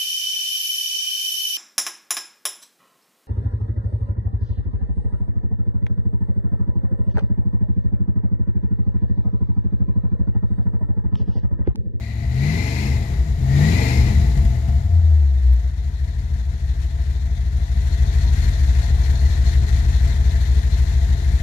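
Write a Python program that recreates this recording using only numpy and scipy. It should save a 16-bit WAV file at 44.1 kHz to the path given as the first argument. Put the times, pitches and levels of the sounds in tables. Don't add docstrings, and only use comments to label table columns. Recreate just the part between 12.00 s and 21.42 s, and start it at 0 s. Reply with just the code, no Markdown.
import sys
import numpy as np
from scipy import signal
from scipy.fft import rfft, irfft
from scipy.io import wavfile
from scipy.ndimage import uniform_filter1d, map_coordinates

SR = 44100
rng = np.random.default_rng(int(sys.argv[2]) if len(sys.argv) > 2 else 0)


def store_pcm(level_fs):
    pcm = np.round(np.clip(level_fs, -1, 1) * 32767).astype(np.int16)
    wavfile.write(sys.argv[1], SR, np.atleast_2d(pcm).T)


N = 415422
TIME = np.arange(N) / SR
FREQ = np.arange(N // 2 + 1) * SR / N

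PUMP_HZ, PUMP_DB = 426, (-61.5, -53)
MOVE_S = (5.6, 6.1)

# [t/s, level/dB before a common trim]
BUZZ_TICKS = [(3.454, -75), (3.47, -57), (3.536, -33), (3.566, -57), (3.616, -59)]

# [t/s, level/dB before a common trim]
LIFTER_CLACKS = [(5.9237, -40.5), (6.0499, -49), (6.114, -44), (6.2111, -37), (6.2749, -44), (6.4191, -38),
                 (6.5348, -38), (6.8262, -39), (6.995, -45), (7.0357, -36.5), (7.1549, -38), (7.1938, -44),
                 (7.2522, -38), (7.2961, -46), (7.354, -44), (7.4453, -40), (7.468, -38), (7.492, -44),
                 (7.6159, -41), (7.7446, -41), (7.9252, -41), (8.0818, -53), (8.3088, -54), (8.7224, -41),
                 (8.873, -51)]
# [f/Hz, relative level/dB]
CLACK_SPECTRUM = [(2800, -26), (3500, -9), (3950, -29), (4230, 9), (4550, -13), (6800, -7), (9000, -45)]
CHIRP_HZ, CHIRP_DB = 4260, -2

# [f/Hz, relative level/dB]
PATTER_SPECTRUM = [(500, -21), (1000, -8), (1250, -13), (1550, -5), (1900, 2), (2350, -7.5), (2900, -12),
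                   (3500, -8), (4250, -6.5), (4900, -12.5), (7000, -11), (8300, -20.5), (11500, -20),
                   (15000, -32)]
# [place in the engine cycle (0-1), relative level/dB]
LIFTER_TICKS = [(0.151, 5.5), (0.45, -2), (0.81, -2.5)]
# [f/Hz, relative level/dB]
LIFTER_SPECTRUM = [(2500, -58), (3500, 4), (3900, 3), (4230, 4), (4600, -11), (6500, -4.5), (9000, -39.5)]

# [f/Hz, relative level/dB]
RUSH_SPECTRUM = [(250, -26.5), (430, 1), (600, -17.5), (850, -1.5), (1200, -13.5), (1400, -19), (1680, -6),
                 (2030, -1), (2450, -12), (3200, -12), (4000, -8.5), (5500, -14.5), (7200, -12),
                 (8300, -24), (11500, -20), (15000, -32.5)]
RUSH_DB = -1.5
# [f/Hz, relative level/dB]
RASP_SPECTRUM = [(1750, -35.5), (1950, 12), (2070, 12.5), (2200, 3), (2400, 3.5), (2600, -0.5), (3000, -11),
                 (3500, -16), (4100, 1), (5200, -16.5), (6500, -17), (9000, -46.5)]
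# [t/s, f/Hz]
RASP_CENTRE = [(0, 1976), (.4, 2008), (.65, 2090), (.85, 2130), (1.1, 1960), (1.58, 1890), (1.75, 2008),
               (1.95, 2146), (2.2, 1983)]
# [f/Hz, relative level/dB]
HOWL_SPECTRUM = [(1900, -44.5), (2330, 3), (2520, -8), (2900, -19), (4400, -29), (4950, -5), (5700, -18.5),
                 (8000, -43)]
RASP_HZ, RASP_RPM = 2050, 2500
HOWL_RISE = 0.23
HOWL_DB, HOWL_SPEED_DB = -8.5, 6
AIR_LAG_S = 0.024

# [f/Hz, relative level/dB]
BODY_SPECTRUM = [(120, -13), (220, 4), (275, -2.5), (320, 1), (370, -5.5), (480, -8.5), (600, -6),
                 (720, -4.5), (850, -10), (1100, -16), (1500, -12.5), (3000, -71.5)]
# [f/Hz, width/Hz, level/dB at speeds far from the panel's own, its own speed/rpm, level change there/dB]
PANEL_MODES = [(308, 19, -2.5, 2040, 12.5), (362.5, 12, -4, 2400, 14.5), (417.2, 44, -1.5, 2700, 6.5),
               (468.4, 58, -10.5, 3000, 17.5), (675, 46, 4, 1430, 6), (843, 33, 1, 4500, 14),
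               (961, 24, 6.5, 1540, -27)]
PANEL_OCTAVES = 0.53

# [t/s, speed/rpm]
CRANK_SPEED = [(0.0, 1614), (0.2, 1680), (0.35, 1860), (0.5, 2316), (0.65, 2810), (0.8, 3132), (0.88, 3170),
               (1.1, 2573), (1.36, 1975), (1.48, 1929), (1.62, 2205), (1.78, 2735), (1.94, 3040),
               (2.15, 2510), (2.39, 2017), (2.9, 1292), (3.36, 975), (3.91, 779), (4.6, 798), (5.21, 763),
               (5.5, 789), (6.93, 780), (7.15, 756), (8.51, 769), (8.88, 792), (9.42, 762)]
# [down t/s, up t/s, throttle (0-1), carburettor level/dB]
PEDAL_PRESSES = [(-0.4, 0.104, 0.36, 8.5), (0.217, 0.805, 0.71, 1), (1.379, 1.866, 0.73, 1)]
OPEN_S, CLOSE_S = 0.25, 0.23
IDLE_RPM = 780
# [strength/dB and lateness/crank degrees at lope 1, pipe delay/ms at speed, change/dB under throttle]
CYLINDER_PULSES = [(2.5, 24, 0.41, 3), (4.1, -13.5, 1.85, -0.3), (-4, -6, 1.1, 3.5), (1, -5.8, .3, 2),
                   (2.3, 22, 1.65, 0.4), (-.4, 4.5, 0.08, -5), (0.5, -9.5, 0.69, 2.5), (1.2, 14.5, 1.4, 0)]
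FIRST_FIRING = 0.81
# [speed/rpm, lope (0 = cylinders alike, 1 = full inequality), scatter/dB]
BURN_ROUGHNESS = [(769, 0.933, 2), (957, 0.55, 3), (1230, 0.23, 3), (1500, 0.41, 4.5), (2630, .6, 4.5)]
THROTTLE_EVENS, THROTTLE_CLEANS = 0.8, 0.93
CLEAN_THROTTLE = 0.25
STUMBLE_S = 0.046
# [t/s, level of the nearest firing/dB]
PIPE_THUMPS = [(.855, 7), (1.975, 4.5), (2.075, 6), (2.215, 6.5), (2.375, 12), (2.45, 10), (2.685, 10.5)]

# [f/Hz, relative level/dB]
PIPE_SPECTRUM = [(20, -51.5), (32, -4), (42, -5), (52, 3), (65, 12), (80, 5), (98, -10.5), (125, -4.5),
                 (150, -13.5), (178, -21.5), (194, -25), (209, -16.5), (228, -28), (265, -35), (350, -47),
                 (900, -69.5)]
# [f/Hz, level change/dB]
BARK_SPECTRUM = [(30, -7.5), (55, -18), (70, -5), (85, 6), (100, 4.5), (120, -0.5), (140, 1), (165, 4),
                 (190, 9), (215, 9), (260, 12.5), (320, 15), (430, 22), (600, 16.5), (900, -6)]
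# [f/Hz, width/Hz, level change/dB with throttle shut]
CABIN_BOOMS = [(61.3, 2.7, 6.5), (77.3, 15.7, 8), (102, 6, -5.1), (147.4, 23, 2.5), (199.3, 19, -5)]
THROTTLE_BOOM = 2.6
STARVE_RPM, STARVE_DB = (1370, 1460), -4

# (level/dB at IDLE_RPM, dB per doubling of speed, dB for throttle 1, dB once microphones are nearer)
EXHAUST_LOUDNESS = (-19.5, 3, -8, 3.5)
BODY_LOUDNESS = (-49, 5, 3.5, 5)
INTAKE_LOUDNESS = (-54, 5.5, 9, 6.5)
VALVE_LOUDNESS = (-50.5, -4.5, 31, 6.5)
# [t/s, level/dB]
OVERALL_LEVEL = [(0, -5.5), (0.15, -5.5), (0.45, 0.5), (1.35, -3), (1.6, 5), (2.3, 2), (3.4, -2), (3.9, -2),
                 (5.5, 0.6), (7.7, 1.7), (9.42, 0)]

# [f/Hz, left minus right level/dB]
SIDE_LEVELS = [(30, 1.84), (65, 2.7), (125, 4.6), (300, 6.05), (700, 5.06), (1200, 7), (2000, 9.1),
               (3000, 10.44), (4500, 15.1), (7000, 16.86), (8300, 17.9), (10000, 0.2), (11500, -9),
               (15000, -1)]
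# [f/Hz, likeness (0-1)]
SIDE_LIKENESS = [(150, 0.91), (300, 1), (600, 0.32), (2000, 0.35), (4000, 0.061), (15000, 0.05)]
RIGHT_LAG_S = 0.00038
TOP_HZ = 15500


def undb(db):
    return 10 ** (np.asarray(db) / 20)


def curve(table, at=TIME):
    place, *columns = np.transpose(table)
    return [np.interp(at, place, column) for column in columns]


def spectrum(points):
    hz, value = np.transpose(points)
    return np.interp(np.log(FREQ + 1), np.log(hz), value)


def colour(x, db):
    cepstrum = irfft(db * np.log(10) / 20, N)
    cepstrum[1:N // 2] *= 2
    cepstrum[N // 2 + 1:] = 0
    response = irfft(np.exp(rfft(cepstrum)), N)[:SR // 4]
    return signal.fftconvolve(np.atleast_2d(x), response[None], axes=1)[:, :N]


def steady(x, size=9000):
    power = uniform_filter1d(uniform_filter1d(x.mean(0) ** 2, size), size)
    return x / np.sqrt(power + 1e-18)


def walk(rate):
    k = int(SR / rate)
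    held = np.repeat(rng.standard_normal(N // k + 1), k)
    return uniform_filter1d(uniform_filter1d(held, k), k)[:N]


def pulses(times, sizes):
    at = np.clip(times * SR, 0, N)
    i = at.astype(int)
    late_share = at - i
    early = np.bincount(i, sizes * (1 - late_share), N + 2)
    late = np.bincount(i + 1, sizes * late_share, N + 2)
    return (early + late)[:N]


def decaying(clicks, decay_s):
    return signal.lfilter([1], [1, -np.exp(-1 / (decay_s * SR))], clicks)


def bursts(clicks, decay_s, bed):
    gate = decaying(clicks, decay_s)
    gate = gate / (uniform_filter1d(gate, size=12000) + 1e-9)
    return (gate + bed) * rng.standard_normal((2, N))


def cabin(x, t60):
    t = TIME[:SR // 4]
    tails = rng.standard_normal((2, len(t))) * undb(-60 * t / t60)
    paths = rfft(tails, N)
    paths /= np.sqrt(uniform_filter1d(abs(paths) ** 2, size=1100, axis=1))
    mid, side = paths * rfft(x)
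    alike = np.clip(spectrum(SIDE_LIKENESS), -1, 1)
    return irfft(mid * np.sqrt(1 + alike) + side * np.sqrt(1 - alike) * np.array([[1], [-1]]), N)


def microphones(x):
    gains = undb(spectrum(SIDE_LEVELS) * np.array([[.5], [-.5]]))
    lag = np.exp(-2j * np.pi * FREQ * RIGHT_LAG_S * np.array([[0], [1]]))
    return irfft(rfft(x) * lag * gains / np.sqrt(np.mean(gains ** 2, 0)), N)


def pedal(close_s):
    presses = []
    for down, up, depth, _ in PEDAL_PRESSES:
        opening = np.clip((TIME - down) / OPEN_S, 0, 1)
        release = np.exp(-np.maximum(TIME - up, 0) / close_s)
        presses.append(depth * opening * release)
    return np.clip(np.max(presses, 0), 0, 1)


def loudness(law, rpm, throttle):
    idle_db, speed_db, throttle_db, nearer_db = law
    nearer = np.interp(TIME, MOVE_S, [0, 1])
    return undb(idle_db + speed_db * np.log2(rpm / IDLE_RPM) + throttle_db * throttle + nearer_db * nearer)


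def pump(waver=0.00212, flicker_db=2):
    phase = 2 * np.pi * np.cumsum(PUMP_HZ * (1 + waver * walk(8.5))) / SR
    db = np.interp(TIME, MOVE_S, PUMP_DB) + flicker_db * walk(6.6)
    return microphones(np.sqrt(2) * np.sin(phase) * undb(db))


def buzz(ring_s=0.0023, trim_db=-6):
    s, db = np.transpose(BUZZ_TICKS)
    gate = decaying(pulses(s, undb(db + trim_db)), ring_s)
    bright = spectrum([(7000, -26), (12000, 4), (15000, -9)])
    return microphones(colour(gate * rng.standard_normal((2, N)), bright))


def clacks(ring_s=0.03, trim_db=-6.5, waver=0.0048):
    s, db = np.transpose(LIFTER_CLACKS)
    gate = decaying(pulses(s, undb(db + trim_db)), ring_s)
    mode = np.sin(2 * np.pi * np.cumsum(CHIRP_HZ * (1 + waver * walk(120))) / SR)
    ring = steady(microphones(colour(rng.standard_normal((2, N)), spectrum(CLACK_SPECTRUM))))
    return gate * (ring + undb(CHIRP_DB) * microphones(mode))


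def tappets(cycle, unequal_db=3, scatter_db=2.0, count=16):
    k = np.arange(int(cycle[-1] * count))
    own_db, own_lag = rng.standard_normal((2, count))[:, k % count]
    times = np.interp((k + .25 * own_lag) / count, cycle, TIME)
    return pulses(times, undb(unequal_db * own_db + scatter_db * rng.standard_normal(len(k))))


def valve_gear(cycle, lifter_db=-9, tick_scatter_db=4, wander_db=1.3):
    seats = tappets(cycle, unequal_db=1, scatter_db=2.2)
    patter = cabin(bursts(seats, 0.0043, 1.0), 0.089)
    patter = steady(microphones(colour(patter, spectrum(PATTER_SPECTRUM))))
    place, db = np.transpose(LIFTER_TICKS)
    due = np.arange(int(cycle[-1]))[:, None] + place
    sizes = undb(db + tick_scatter_db * rng.standard_normal(due.shape))
    ticks = pulses(np.interp(due.ravel(), cycle, TIME), sizes.ravel())
    lifter = cabin(bursts(ticks, 0.026, 0.22), 0.13)
    lifter = steady(microphones(colour(lifter, spectrum(LIFTER_SPECTRUM))))
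    return undb(wander_db * walk(21)) * patter + undb(lifter_db) * lifter


def climbing(points, fired, ratio, decay_s, bed):
    at = np.cumsum(ratio)
    gulps = bursts(fired, decay_s, bed)[:, np.searchsorted(at, np.arange(N)) % N]
    gulps[:, int(at[-1]):] = 0
    sound = microphones(colour(cabin(gulps, 0.088), spectrum(points)))
    return steady(np.array([map_coordinates(side, [at], order=3, mode="mirror") for side in sound]))


def intake(fired, rpm, throttle):
    rush = cabin(bursts(fired, 0.00079, 6.4), 0.075)
    rush = steady(microphones(colour(rush, spectrum(RUSH_SPECTRUM))))
    rasp = climbing(RASP_SPECTRUM, fired, curve(RASP_CENTRE)[0] / RASP_HZ, decay_s=.0028, bed=0.33)
    howl = climbing(HOWL_SPECTRUM, fired, (rpm / RASP_RPM) ** HOWL_RISE, decay_s=0.0013, bed=0.3)
    carburettor = rasp + howl * undb(HOWL_DB + HOWL_SPEED_DB * np.log2(rpm / RASP_RPM))
    _, up, _, press_db = np.transpose(PEDAL_PRESSES)
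    carburettor_gain = np.sqrt(throttle) * undb(np.interp(TIME, up, press_db))
    return undb(RUSH_DB * np.sqrt(throttle)) * rush + carburettor_gain * carburettor


def engine_bay(fired, cycle, rpm, fast, throttle):
    flow = np.interp(TIME - AIR_LAG_S, TIME, throttle)
    air = intake(fired, rpm, flow) * loudness(INTAKE_LOUDNESS, rpm, flow)
    valves = valve_gear(cycle) * loudness(VALVE_LOUDNESS, rpm, throttle)
    return np.sqrt(fast) * air + np.sqrt(1 - fast) * valves


def body(fired, rpm, throttle, knock_db=-2, pulling_db=9):
    knocks = undb(knock_db + pulling_db * throttle) * steady(fired[None])
    drive = steady(bursts(fired, 0.0044, 5.5)) + knocks
    sound = colour(cabin(drive, 0.21), spectrum(BODY_SPECTRUM))
    shake = rfft(drive[0])
    for hz, width, db, panel_rpm, change_db in PANEL_MODES:
        ring = irfft(shake / (1 + 2j * (FREQ - hz) / width) ** 2, N)
        nearness = np.exp(-(np.log2(rpm / panel_rpm) / PANEL_OCTAVES) ** 2)
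        sound = sound + ring * undb(db + change_db * nearness)
    return steady(microphones(sound))


def firings(cycle, rpm, fast, stray_degrees=2.05):
    k = np.arange(int(cycle[-1] * 8))
    due = (k + FIRST_FIRING) / 8
    pulling = np.tanh(pedal(STUMBLE_S) / CLEAN_THROTTLE)
    rpm, fast, pulling = (np.interp(due, cycle, control) for control in (rpm, fast, pulling))
    lope, scatter_db = curve(BURN_ROUGHNESS, rpm)
    lope = lope * (1 - THROTTLE_EVENS * pulling)
    scatter_db = scatter_db * (1 - THROTTLE_CLEANS * pulling)
    db, late, pipe_ms, pulling_db = np.array(CYLINDER_PULSES)[k % len(CYLINDER_PULSES)].T
    timing_chance, size_chance = rng.standard_normal((len(k), 2)).T
    degrees = lope * late + stray_degrees * scatter_db * timing_chance
    times = np.interp(due + degrees / 720, cycle, TIME)
    times = times + fast * pipe_ms / 1000
    size_db = lope * db + pulling * pulling_db + scatter_db * np.minimum(size_chance, 1)
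    for s, thump_db in PIPE_THUMPS:
        size_db[np.argmin(abs(times - s))] = thump_db
    return pulses(times, undb(size_db))


def exhaust(fired, cycle, rpm, throttle):
    soft = colour(fired, spectrum(PIPE_SPECTRUM))
    hard = colour(soft, spectrum(BARK_SPECTRUM))
    tone = steady(microphones((1 - throttle) * soft + throttle * hard))
    firing_hz = 4 * rpm / 60
    turn = np.exp(2j * np.pi * 8 * cycle)
    window = np.hanning(SR // 10)
    slow = signal.fftconvolve(tone / turn, window[None] / window.sum(), "same", axes=1)
    note = 2 * (turn * slow).real
    boom_db = sum(db * np.exp(-((firing_hz - hz) / width) ** 2) for hz, width, db in CABIN_BOOMS)
    starved = np.interp(rpm, STARVE_RPM, [0, 1]) * np.clip(1 - 3 * throttle, 0, 1)
    note_gain = undb(boom_db * (1 + THROTTLE_BOOM * throttle) + STARVE_DB * starved)
    return tone + (note_gain - 1) * note


def scene():
    rpm, = curve(CRANK_SPEED)
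    fast = np.clip((rpm - 950) / 800, 0, 1)
    throttle = pedal(CLOSE_S)
    cycle = np.cumsum(rpm / 120) / SR
    fired = firings(cycle, rpm, fast)
    engine = engine_bay(fired, cycle, rpm, fast, throttle)
    engine = engine + body(fired, rpm, throttle) * loudness(BODY_LOUDNESS, rpm, throttle)
    engine = engine + exhaust(fired, cycle, rpm, throttle) * loudness(EXHAUST_LOUDNESS, rpm, throttle)
    return pump() + buzz() + clacks() + engine * undb(curve(OVERALL_LEVEL)[0])


def record(dry):
    dry = signal.sosfilt(signal.butter(1, 5, "high", fs=SR, output="sos"), dry)
    return signal.sosfilt(signal.ellip(8, .2, 70, TOP_HZ, fs=SR, output="sos"), dry)


dry = scene()
out = record(dry)
store_pcm(out)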